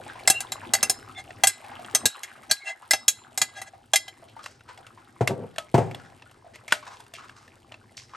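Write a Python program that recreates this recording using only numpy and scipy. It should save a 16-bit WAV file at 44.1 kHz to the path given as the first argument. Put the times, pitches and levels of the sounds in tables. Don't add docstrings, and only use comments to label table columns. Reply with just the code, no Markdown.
import sys
import numpy as np
from scipy import signal
from scipy.fft import rfft, irfft, next_fast_len
from scipy.io import wavfile
from scipy.ndimage import uniform_filter1d, map_coordinates

SR = 44100
rng = np.random.default_rng(int(sys.argv[2]) if len(sys.argv) > 2 else 0)


def materialize(psi):
    bounded = np.clip(np.atleast_2d(psi).T, -1, 1)
    quanta = np.round(bounded * 32767).astype(np.int16)
    wavfile.write(sys.argv[1], SR, quanta)


N = 359843


def amp(db):
    return 10 ** (np.asarray(db) / 20)


def unit(x):
    return x / np.sqrt(np.mean(x ** 2) + 1e-20)


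def crest(x):
    return x / np.sqrt(uniform_filter1d(x * x, size=176).max() + 1e-20)


def noise(n):
    return rng.standard_normal(n)


def along(points, hz):
    f, v = np.transpose(points)
    return np.interp(np.log(hz + 1), np.log(f + 1), v)


def curves(rows):
    s, *cols = np.transpose(rows)
    return [np.interp(np.arange(N) / SR, s, c) for c in cols]


def wobble(rate, size):
    knots = noise(int(size * rate / SR) + 4)
    return map_coordinates(knots, [np.arange(size) * rate / SR])


def filtered(x, response):
    n = x.shape[-1]
    m = next_fast_len(n + 8192)
    return irfft(rfft(x, m) * response(np.fft.rfftfreq(m, 1 / SR)), m)[..., :n]


def coloured(x, spectrum):
    return unit(filtered(x, lambda hz: amp(along(spectrum, hz))))


def resonant(x, peaks):
    def response(f):
        total = 0
        for k, (centre, width, db) in enumerate(peaks):
            damping = 1j * f * width
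            total = total + (-1) ** k * amp(db) * damping / (centre * centre - f * f + damping)
        return total
    return unit(filtered(x, response))


def fade(t, t60):
    return np.exp(-np.log(1000) * t / t60)


def add(track, s, x):
    part = track[max(round(s * SR), 0):][:len(x)]
    part += x[:len(part)]


# (time [s], level [dB])
DRONE_LEVEL = [(0, -53), (1.35, -53), (2.2, -58.5), (3.0, -63), (4.4, -59), (6.4, -60), (8.16, -58.5)]
# (frequency [Hz], relative density [dB per Hz])
HUM_SPECTRUM = [(20, -21.5), (45, -9.5), (65, -10.5), (100, 2.5), (125, 1.5), (160, -12), (330, -9),
                (700, -24.5), (1500, -39.5), (5000, -27.5), (15000, -53.5)]


def drone():
    return amp(curves(DRONE_LEVEL)[0]) * coloured(noise(N), HUM_SPECTRUM)


def bubble(t, hz, cycles, glide):
    age = t * hz / cycles
    ring = np.sin(2 * np.pi * hz * t * (1 + glide * np.minimum(age, 1)))
    return ring * fade(age, 1.0) * (1 - np.exp(-t * hz))


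def bubbles(per_second, hz, spread, cycles, size_db):
    count = int(per_second * N / SR)
    when, pitch, size = rng.random((count, 3)).T[:, :, None]
    pitch = np.clip(hz * (pitch / (1 - pitch)) ** spread, 200, 9000)
    n = np.arange(SR // 40)
    gain = amp(size_db * np.minimum(-np.log(size), 3))
    waves = gain * bubble(n / SR, pitch, cycles, glide=0.041)
    places = (when * N).astype(int) + n
    return unit(np.bincount(places.ravel(), waves.ravel(), N)[:N])


# (frequency [Hz], relative density [dB per Hz])
FIZZ_SPECTRUM = [(300, -26), (1500, -3.5), (3000, 10), (6000, -1), (9000, 8.5), (11500, 4), (13000, -19.5),
                 (16000, -37.5)]


def crackle(per_second, size_db):
    size = amp(size_db * np.minimum(rng.exponential(size=N), 4))
    clicks = (rng.random(N) < per_second / SR) * size
    t = np.arange(SR // 100) / SR
    power = signal.fftconvolve(clicks ** 2, fade(t, 0.0011) ** 2)[:N]
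    return coloured(np.sqrt(np.abs(power)) * noise(N), FIZZ_SPECTRUM)


FIZZ_DB, FIZZ_FOLLOWS = -65.5, 0.83
SURGE_DB, SURGES_PER_S = 3, 3.1
GULP_DB, GULP_HZ = -9, 320
# (time [s], bubbling level before the surges [dB])
BOIL_LEVEL = [(0, -48.5), (1.0, -52), (2.4, -53), (4.1, -59.5), (5.3, -58), (6.3, -64.5), (7.0, -62.5),
              (8.16, -66)]
# (frequency [Hz], relative density [dB per Hz])
SAUCE_SPECTRUM = [(100, -12.5), (250, 2), (500, -5.5), (800, 17), (1400, -26), (2500, -9.5), (5000, -25),
                  (12000, -69.5)]


def simmer():
    bubbling_db = curves(BOIL_LEVEL)[0] + SURGE_DB * wobble(SURGES_PER_S, size=N)
    fizz_db = FIZZ_DB + FIZZ_FOLLOWS * (bubbling_db - bubbling_db.mean())
    cluster = amp(2.5 * wobble(22, size=N))
    large = bubbles(per_second=150, hz=800, spread=.27, cycles=11, size_db=5.5)
    small = bubbles(per_second=150, hz=1500, spread=.2, cycles=13, size_db=6)
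    tiny = bubbles(per_second=90, hz=2700, spread=.17, cycles=12, size_db=7)
    spit = resonant(noise(N), [(1100, 900, 0), (2300, 1400, -5)])
    puffs = unit(amp(6 * wobble(90, size=N)) * spit)
    gulps = bubbles(per_second=60, hz=GULP_HZ, spread=.15, cycles=8, size_db=4)
    seethe = coloured(noise(N), SAUCE_SPECTRUM)
    fizz = crackle(per_second=670, size_db=5.0)
    popping = amp(-4.5) * large + amp(-3.5) * small + amp(-11) * tiny + amp(-9) * puffs
    boil = cluster * popping + amp(GULP_DB) * gulps + amp(-8) * seethe
    return amp(bubbling_db) * boil + amp(fizz_db) * fizz


# (time [s], level before an 8.5 dB trim [dB], nominal pitch [Hz])
SAUCE_PLOPS = [(0.064, -30.5, 847), (0.098, -28.5, 1590), (0.155, -31, 1010), (0.196, -33, 2290),
               (0.632, -30.5, 960), (1.095, -32.5, 1270), (1.291, -36, 730), (1.642, -31.5, 820),
               (1.716, -28, 836), (1.793, -30, 720), (2.277, -37.5, 2050), (2.434, -40, 1250),
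               (2.825, -35, 1010), (2.862, -41, 930), (3.735, -37, 775), (4.224, -38.5, 680),
               (4.365, -32.5, 910), (4.392, -32, 1223), (4.688, -36, 980), (4.709, -40, 976),
               (4.785, -38.5, 760), (4.975, -36.5, 1038), (6.261, -42, 1430), (6.445, -40, 716),
               (6.464, -39, 680), (6.827, -33, 1113), (6.999, -37, 950), (8.135, -32, 1060),
               (8.148, -29, 1290)]


def plops():
    out, t = np.zeros(N), np.arange(SR // 10) / SR
    for s, db, hz in SAUCE_PLOPS:
        spray = fade(t, 0.15) * resonant(noise(len(t)), [(hz, 0.5 * hz, 0)])
        ring = bubble(t, hz * .97, cycles=40, glide=.1)
        add(out, s, amp(db - 8.5) * (crest(ring) + amp(-7) * crest(spray)))
    return filtered(out, lambda hz: 1 / (1 + (hz / 7000) ** 6))


SHIMMER_DB, SHIMMER_T60_S = -7, .15
# (frequency [Hz], relative density [dB per Hz])
CRACK_SPECTRUM = [(100, -15), (400, -10.5), (700, 3.5), (1100, -3.5), (2500, 0.5), (6000, -1), (9000, 3),
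                  (11500, 5.5), (13000, -16), (16000, -22)]


def strike(modes, levels, ring_hz, ring_db, ring_t60, damped_t60, free_db, crack_db, crack_t60, rise):
    t = np.arange(SR // 2) / SR
    hz, db, t60 = np.transpose(modes)[:, :, None]
    size = amp(db + 4 * rng.standard_normal(hz.shape))
    loaded = hz * (1 + 0.0093 * rng.standard_normal(hz.shape))
    phase = 2 * np.pi * rng.random(hz.shape)
    damped = fade(t, damped_t60) * np.sin(2 * np.pi * loaded * t + phase)
    twin = np.cos(2 * np.pi * (hz * t * rng.random(hz.shape) / 300 + rng.random(hz.shape)))
    free = amp(free_db) * twin * fade(t, t60) * np.sin(2 * np.pi * hz * t + phase)
    crack_decay = fade(t, crack_t60) + amp(free_db + SHIMMER_DB) * fade(t, SHIMMER_T60_S)
    crack = amp(crack_db) * crack_decay * coloured(noise(len(t)), CRACK_SPECTRUM)
    ring_tone = resonant(noise(len(t)), [(ring_hz, ring_hz * 0.015, 0)])
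    ring = amp(ring_db) * crest(fade(t, ring_t60) * ring_tone)
    blow = (crest(np.sum(size * (damped + free), 0)) + crack + ring) * (1 - np.exp(-t / rise))
    parts = []
    for band in [(120, 1400), (1400, 4800), (4800, 16000)]:
        sos = signal.butter(2, band, "band", fs=SR, output="sos")
        parts.append(crest(signal.sosfilt(sos, blow)))
    return amp(levels) * [1, -1, 1] @ np.array(parts)


GLASS_CRACK_DB = -4
# (time [s], mid-range level [dB], body relative to it [dB],
# brightness relative to it [dB], strongest ring [Hz])
BOWL_TAPS = [(0.273, -24, 6.5, 13, 2100), (0.298, -27, 4.5, 16, 8660), (0.403, -35.5, -3.5, 8.5, 9290),
             (0.518, -30.5, -5.5, 3, 4023), (0.734, -31, 9, 18, 6556), (0.748, -26, -2.5, -2.5, 2030),
             (0.827, -29, 4.5, 14, 9100), (0.895, -34.5, 6, 19.5, 9105), (1.434, -19, 4, 5.5, 3290),
             (1.469, -27, -3.5, 16, 8510), (1.493, -35, -14, -3.5, 2060), (1.947, -25, -4.5, 12, 6286),
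             (2.054, -21.5, -12.5, 8, 3800), (2.231, -35, -11, 0.5, 2100), (2.51, -20.5, -9.5, 5.5, 4540),
             (2.907, -18.5, -6, 5, 2050), (2.932, -20.5, 0.5, 0, 6080), (3.079, -23, -12, 12.5, 6507),
             (3.374, -38.5, 8, 17.5, 7040), (3.414, -20.5, -7.5, 4.5, 6695), (3.614, -41.5, 4, 5, 1982),
             (3.933, -17.5, -2.5, 0, 3370), (3.956, -17.5, -19, 2.5, 2053),
             (4.078, -39.5, -3.5, -5.5, 3140)]
# (frequency [Hz], relative level [dB], t60 of the free ring [s])
GLASS_MODES = [(640, -5, .1), (770, 0, .14), (1230, -10, .2), (1641, 1.5, .38), (2034, 2, .47),
               (2400, -6, .15), (2720, -1, .24), (3310, 0, .23), (3827, -4, .44), (4082, -2, .42),
               (4410, -8, .3), (4502, -4, .3), (5130, -6, .25), (5221, -4, .34), (5470, -8, .22),
               (6240, 1, .14), (6650, -2, .2), (6790, -5, .2), (7219, -1, .34), (7490, -6, .25),
               (7860, -3, .22), (8330, -5, .22), (8473, -4, .28), (9006, 0, .26), (9570, -5, .22),
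               (10940, -2, .2)]
# (centre time [s], level [dB], half length [s])
GLASS_RUBS = [(0.32, -41, 0.043), (1.193, -38.5, 0.018), (2.504, -33, 0.0061), (2.688, -33, 0.028),
              (3.583, -39, 0.025), (3.679, -44.5, 0.013)]
# (centre time [s], level [dB], half length [s], pitch [Hz])
GLASS_SQUEAKS = [(0.317, -30.5, .012, 2730), (0.369, -28.5, .02, 2760), (0.848, -33, .012, 2700),
                 (1.18, -43.5, .02, 3480), (1.188, -42.5, .024, 2120), (2.505, -32.5, .006, 6080),
                 (2.63, -45.5, .018, 2170), (2.68, -32, 0.014, 2710), (2.705, -35.5, 0.026, 2050)]


def bowl():
    out, t = np.zeros(N), np.arange(N) / SR
    for s, db, body_db, bright_db, hz in BOWL_TAPS:
        levels = (db + body_db, db, db + bright_db)
        tap = strike(GLASS_MODES, levels, hz, ring_db=-7, ring_t60=0.054, damped_t60=0.061,
                     free_db=-20.5, crack_db=GLASS_CRACK_DB, crack_t60=0.068, rise=0.00071)
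        add(out, s + 0.0015, tap)
    peaks = [(hz, 35, db - 4 * np.log2(hz / 1000)) for hz, db, _ in GLASS_MODES]
    rub = resonant(noise(N), peaks)
    out += rub * sum(amp(db) * np.exp(-((t - s) / half) ** 2) for s, db, half in GLASS_RUBS)
    for s, db, half, hz in GLASS_SQUEAKS:
        swell = signal.windows.hann(int(4 * half * SR))
        pitch = hz * (1 + wobble(300, size=len(swell)) / 60)
        tone = unit(np.sin(2 * np.pi * np.cumsum(pitch) / SR))
        add(out, s - 2 * half, amp(db) * swell * tone)
    return out


PUSH_T60_S, PUSH_HZ = .05, 450
# (time [s], level [dB])
AIR_PUSHES = [(.300, -29), (.829, -38.5), (.897, -33), (1.947, -35.5), (2.054, -25.5), (2.513, -39),
              (2.936, -36.5), (3.417, -41.5), (6.721, -37)]


def pushes():
    out, t = np.zeros(N), np.arange(SR // 4) / SR
    low_band = signal.butter(2, [75, PUSH_HZ], "band", fs=SR, output="sos")
    for s, db in AIR_PUSHES:
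        jolt = fade(t, PUSH_T60_S) * noise(len(t))
        add(out, s, amp(db) * crest(signal.sosfilt(low_band, jolt)))
    return out


CLACK_BODY_DB = -2
# (time [s], mid-range level [dB], brightness relative to it [dB], strongest ring [Hz])
POT_CLACKS = [(1.305, -42, -23, 1904), (1.846, -41.5, -21, 3250), (4.44, -47.5, 2, 4050),
              (4.46, -35.5, -8.5, 1220), (4.607, -53.5, -15, 1390), (4.775, -49.5, -3.5, 2120),
              (4.866, -48, -5, 2980), (5.274, -21, -4, 2093), (5.56, -46.5, -6, 1780),
              (5.582, -26.5, -7, 3280), (5.911, -43, -9, 2300), (5.946, -36.5, -10, 3510),
              (6.221, -48.5, -19, 2710), (6.312, -57.5, 4, 2820), (6.556, -47, -1.5, 2090),
              (6.679, -40, 0, 2230), (6.722, -15.5, -7.5, 1513), (7.003, -51, 3, 1500),
              (7.064, -56, -5, 990), (7.137, -43, 1.5, 2720), (7.294, -45, -16, 1630),
              (7.478, -53, -8, 1760), (7.72, -42, -25, 3050), (7.741, -44.5, -28, 2600)]
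# (frequency [Hz], relative level [dB], t60 [s])
POT_MODES = [(607, -5.5, 0.27), (668, 1, 0.13), (978, -3, 0.068), (1279, -3, 0.18), (1810, 0, 0.023),
             (2000, -10, 0.021), (2730, 8, 0.022), (3410, 4.5, .06), (5080, -12.5, .05)]


def ladle():
    out = np.zeros(N)
    for s, db, bright_db, hz in POT_CLACKS:
        levels = (db + CLACK_BODY_DB, db, db + bright_db)
        clack = strike(POT_MODES, levels, hz, ring_db=1.0, ring_t60=0.017, damped_t60=0.032,
                       free_db=-9, crack_db=7.5, crack_t60=0.023, rise=0.00054)
        add(out, s + 0.00023, clack)
    return filtered(out, lambda hz: 1 / (1 + (hz / 12000) ** 8))


DIP_FALL_S, DIP_BELOW_HZ = .03, 800
# (time [s], nominal depth [dB], recovery [s])
BASS_DIPS = [(1.49, 9, .2), (2.085, 21, .24), (2.54, 15, .3)]


def dipped(x):
    t = np.arange(N) / SR
    loss_db = np.zeros(N)
    for s, depth_db, recovery in BASS_DIPS:
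        fall = np.clip((t - s) / DIP_FALL_S, 0, 1)
        loss_db += depth_db * fall * np.exp(-((t - s) / recovery) ** 2)
    bass = filtered(x, lambda hz: 1 / (1 + (hz / DIP_BELOW_HZ) ** 4))
    return x + (amp(-loss_db) - 1) * bass


RUSTLE_HZ, RUSTLE_WIDTH_HZ = 5200, 2100
SNAPS_PER_S, SNAP_DB = 39, -9.5
# (time [s], level before a 7 dB trim [dB], rise [s],
# t60 [s], centre [Hz], crisp rustle relative to the slide [dB])
WET_SLIDES = [(4.28, -51.5, 0.0092, .1, 2910, -13.5), (4.42, -46, 0.018, 0.4, 1420, 0),
              (4.679, -39.5, 0.018, 0.14, 1370, -19), (5.92, -48, 0.032, 0.89, 1410, -14),
              (6.535, -46, .028, 0.098, 1920, -10), (6.68, -32.5, 0.0057, 0.34, 2130, -7),
              (6.84, -39.5, .07, 0.39, 944, -14), (7.139, -39.5, 0.015, 0.16, 2670, -10),
              (7.17, -38, 0.032, 0.34, 1180, -28), (7.35, -47.5, 0.073, 0.27, 1240, -6),
              (7.968, -36, .0013, 0.25, 5170, -10), (8.09, -46.5, .047, 0.49, 1160, -12)]


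def stirring():
    out, t = np.zeros(N), np.arange(int(.7 * SR)) / SR
    for s, db, rise, t60, hz, rustle_db in WET_SLIDES:
        lumps = amp(3.5 * wobble(300, size=len(t)) + 3.5 * wobble(50, size=len(t)))
        wet = resonant(lumps * noise(len(t)), [(hz, .3 * hz, 0)])
        crisp = resonant(lumps * noise(len(t)), [(RUSTLE_HZ, RUSTLE_WIDTH_HZ, 0)])
        breaks = (rng.random(len(t)) < SNAPS_PER_S / SR) * rng.random(len(t)) ** 2
        bursts = signal.fftconvolve(breaks, fade(t, 0.011))[:len(t)]
        snaps = resonant(bursts * noise(len(t)), [(2380, 2300, 0)])
        grains = wet + amp(rustle_db) * crisp + amp(SNAP_DB) * snaps
        rush = unit(filtered(grains, lambda f: f ** 2 / (f ** 2 + 500 ** 2) / (1 + (f / 11000) ** 12)))
        swell = (1 - np.exp(-t / rise)) * fade(t, t60)
        add(out, s, amp(db - 7) * rush * swell / swell.max())
    return out


STOVE_RING_DB = -24
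# (time [s], level before a 2 dB lift [dB], t60 [s])
POT_BUMPS = [(5.208, -15.5, 0.12), (5.223, -32, 0.03), (5.307, -23.5, 0.055), (5.742, -11, 0.12),
             (5.778, -15.5, 0.12), (5.805, -28, 0.54)]
# (frequency [Hz], relative level [dB], t60 of the free ring [s])
STOVE_MODES = [(108, 2.5, 0.66), (132, 10.5, 0.17), (202, -3, 0.38), (275.5, -5.5, 0.14), (381, 7, 0.13),
               (446, 6, 0.053), (527.4, -13.5, 1), (602, 7, 0.025), (690, 12, 0.085), (776, -15, 0.026),
               (1034, -37.5, 0.073)]
# (frequency [Hz], relative density [dB per Hz])
THUD_SPECTRUM = [(30, -38.5), (60, -40), (110, 0.5), (300, -7.5), (800, -2.5), (1150, -17.5), (2000, -22.5),
                 (4000, -35.5), (9000, -37), (14000, -54)]
# (start time [s], end time [s], level before a 2.5 dB lift [dB])
POT_DRAGS = [(5.281, 5.343, -27.5), (5.328, 5.468, -34.5), (5.769, 5.834, -26)]


def bumps():
    out, t = np.zeros(N), np.arange(SR // 2) / SR
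    hz, mode_db, ring_t60 = np.transpose(STOVE_MODES)[:, :, None]
    for s, db, t60 in POT_BUMPS:
        size = amp(mode_db + 2 * rng.standard_normal(hz.shape))
        decay = fade(t, np.minimum(ring_t60, 0.98 * t60)) + amp(STOVE_RING_DB) * fade(t, ring_t60)
        modes = size * decay * np.sin(2 * np.pi * (hz * t + rng.random(hz.shape)))
        judder = fade(t, t60) * coloured(noise(len(t)), THUD_SPECTRUM)
        thud = crest(modes.sum(0)) + amp(-4.0) * crest(judder)
        add(out, s, amp(db + 2.0) * (1 - np.exp(-t / 0.00091)) * thud)
    drag_peaks = [(f, 5 / t60, level) for f, level, t60 in STOVE_MODES]
    for start, end, db in POT_DRAGS:
        swell = signal.windows.hann(int((end - start) * SR)) ** 0.16
        slips = np.pad(swell * noise(len(swell)), (0, len(t) - len(swell)))
        scrape = coloured(np.roll(slips, SR // 200), THUD_SPECTRUM)
        groan = resonant(slips, drag_peaks) + amp(-1.5) * scrape
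        dull = filtered(groan, lambda f: 1 / (1 + (f / 900) ** 2))
        add(out, start, amp(db + 2.5) * crest(dull))
    return signal.sosfilt(signal.butter(5, 74, "high", fs=SR, output="sos"), out)


# (frequency [Hz], t60 [s])
ROOM_DECAY = [(150, 0.7), (1000, 0.18), (4000, 0.25), (9000, 0.17), (15000, .12)]
# (frequency [Hz], side over mid [ratio])
ROOM_SPREAD = [(100, .35), (300, .7), (600, 1.3), (1400, 1.5), (2300, .5), (7000, .35), (15000, .5)]


def kitchen(x):
    hz, t, z = signal.stft(rng.standard_normal((2, SR // 2)), SR, nperseg=256)
    decaying = z * fade(t, along(ROOM_DECAY, hz)[:, None])
    tail = signal.istft(decaying, SR, nperseg=256)[1]
    mid, side = tail / np.linalg.norm(tail[0])
    side = filtered(side, lambda f: along(ROOM_SPREAD, f))
    delayed = np.pad(x, (SR // 200, 0))[None]
    return signal.fftconvolve(delayed, np.array([mid + side, mid - side]), axes=1)[:, :N]


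def scene():
    stew = simmer() + plops() + stirring()
    knocks, thuds = bowl() + ladle(), bumps()
    send = amp(-23) * knocks + amp(-18) * thuds + amp(-8) * stew
    return dipped(drone() + stew + knocks + pushes() + thuds + kitchen(send))


TOP_HZ = 16700
# (frequency [Hz], lead of the left [rad])
PORT_LEAD = [(100, 0), (400, .25), (860, .3), (1810, -.35), (2500, .1), (3360, .6), (4000, .35), (8400, .1),
             (9470, -2), (10600, -3.6), (11700, -5.8), (13500, -9.3), (16500, -12.7)]
# (frequency [Hz], left minus right [dB])
PORT_LEVEL = [(100, .8), (300, 2), (1200, 2.5), (2300, 0), (10000, 0)]


def record(dry):
    def port(hz, side):
        return amp(side * along(PORT_LEVEL, hz)) * np.exp(1j * side * along(PORT_LEAD, hz))
    ports = filtered(dry, lambda hz: np.array([port(hz, .5), port(hz, -.5)]))
    rounded = ports / (1 + np.abs(ports) ** 6) ** (1 / 6)
    return filtered(rounded, lambda hz: hz < TOP_HZ)


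dry = scene()
out = record(dry)
materialize(out)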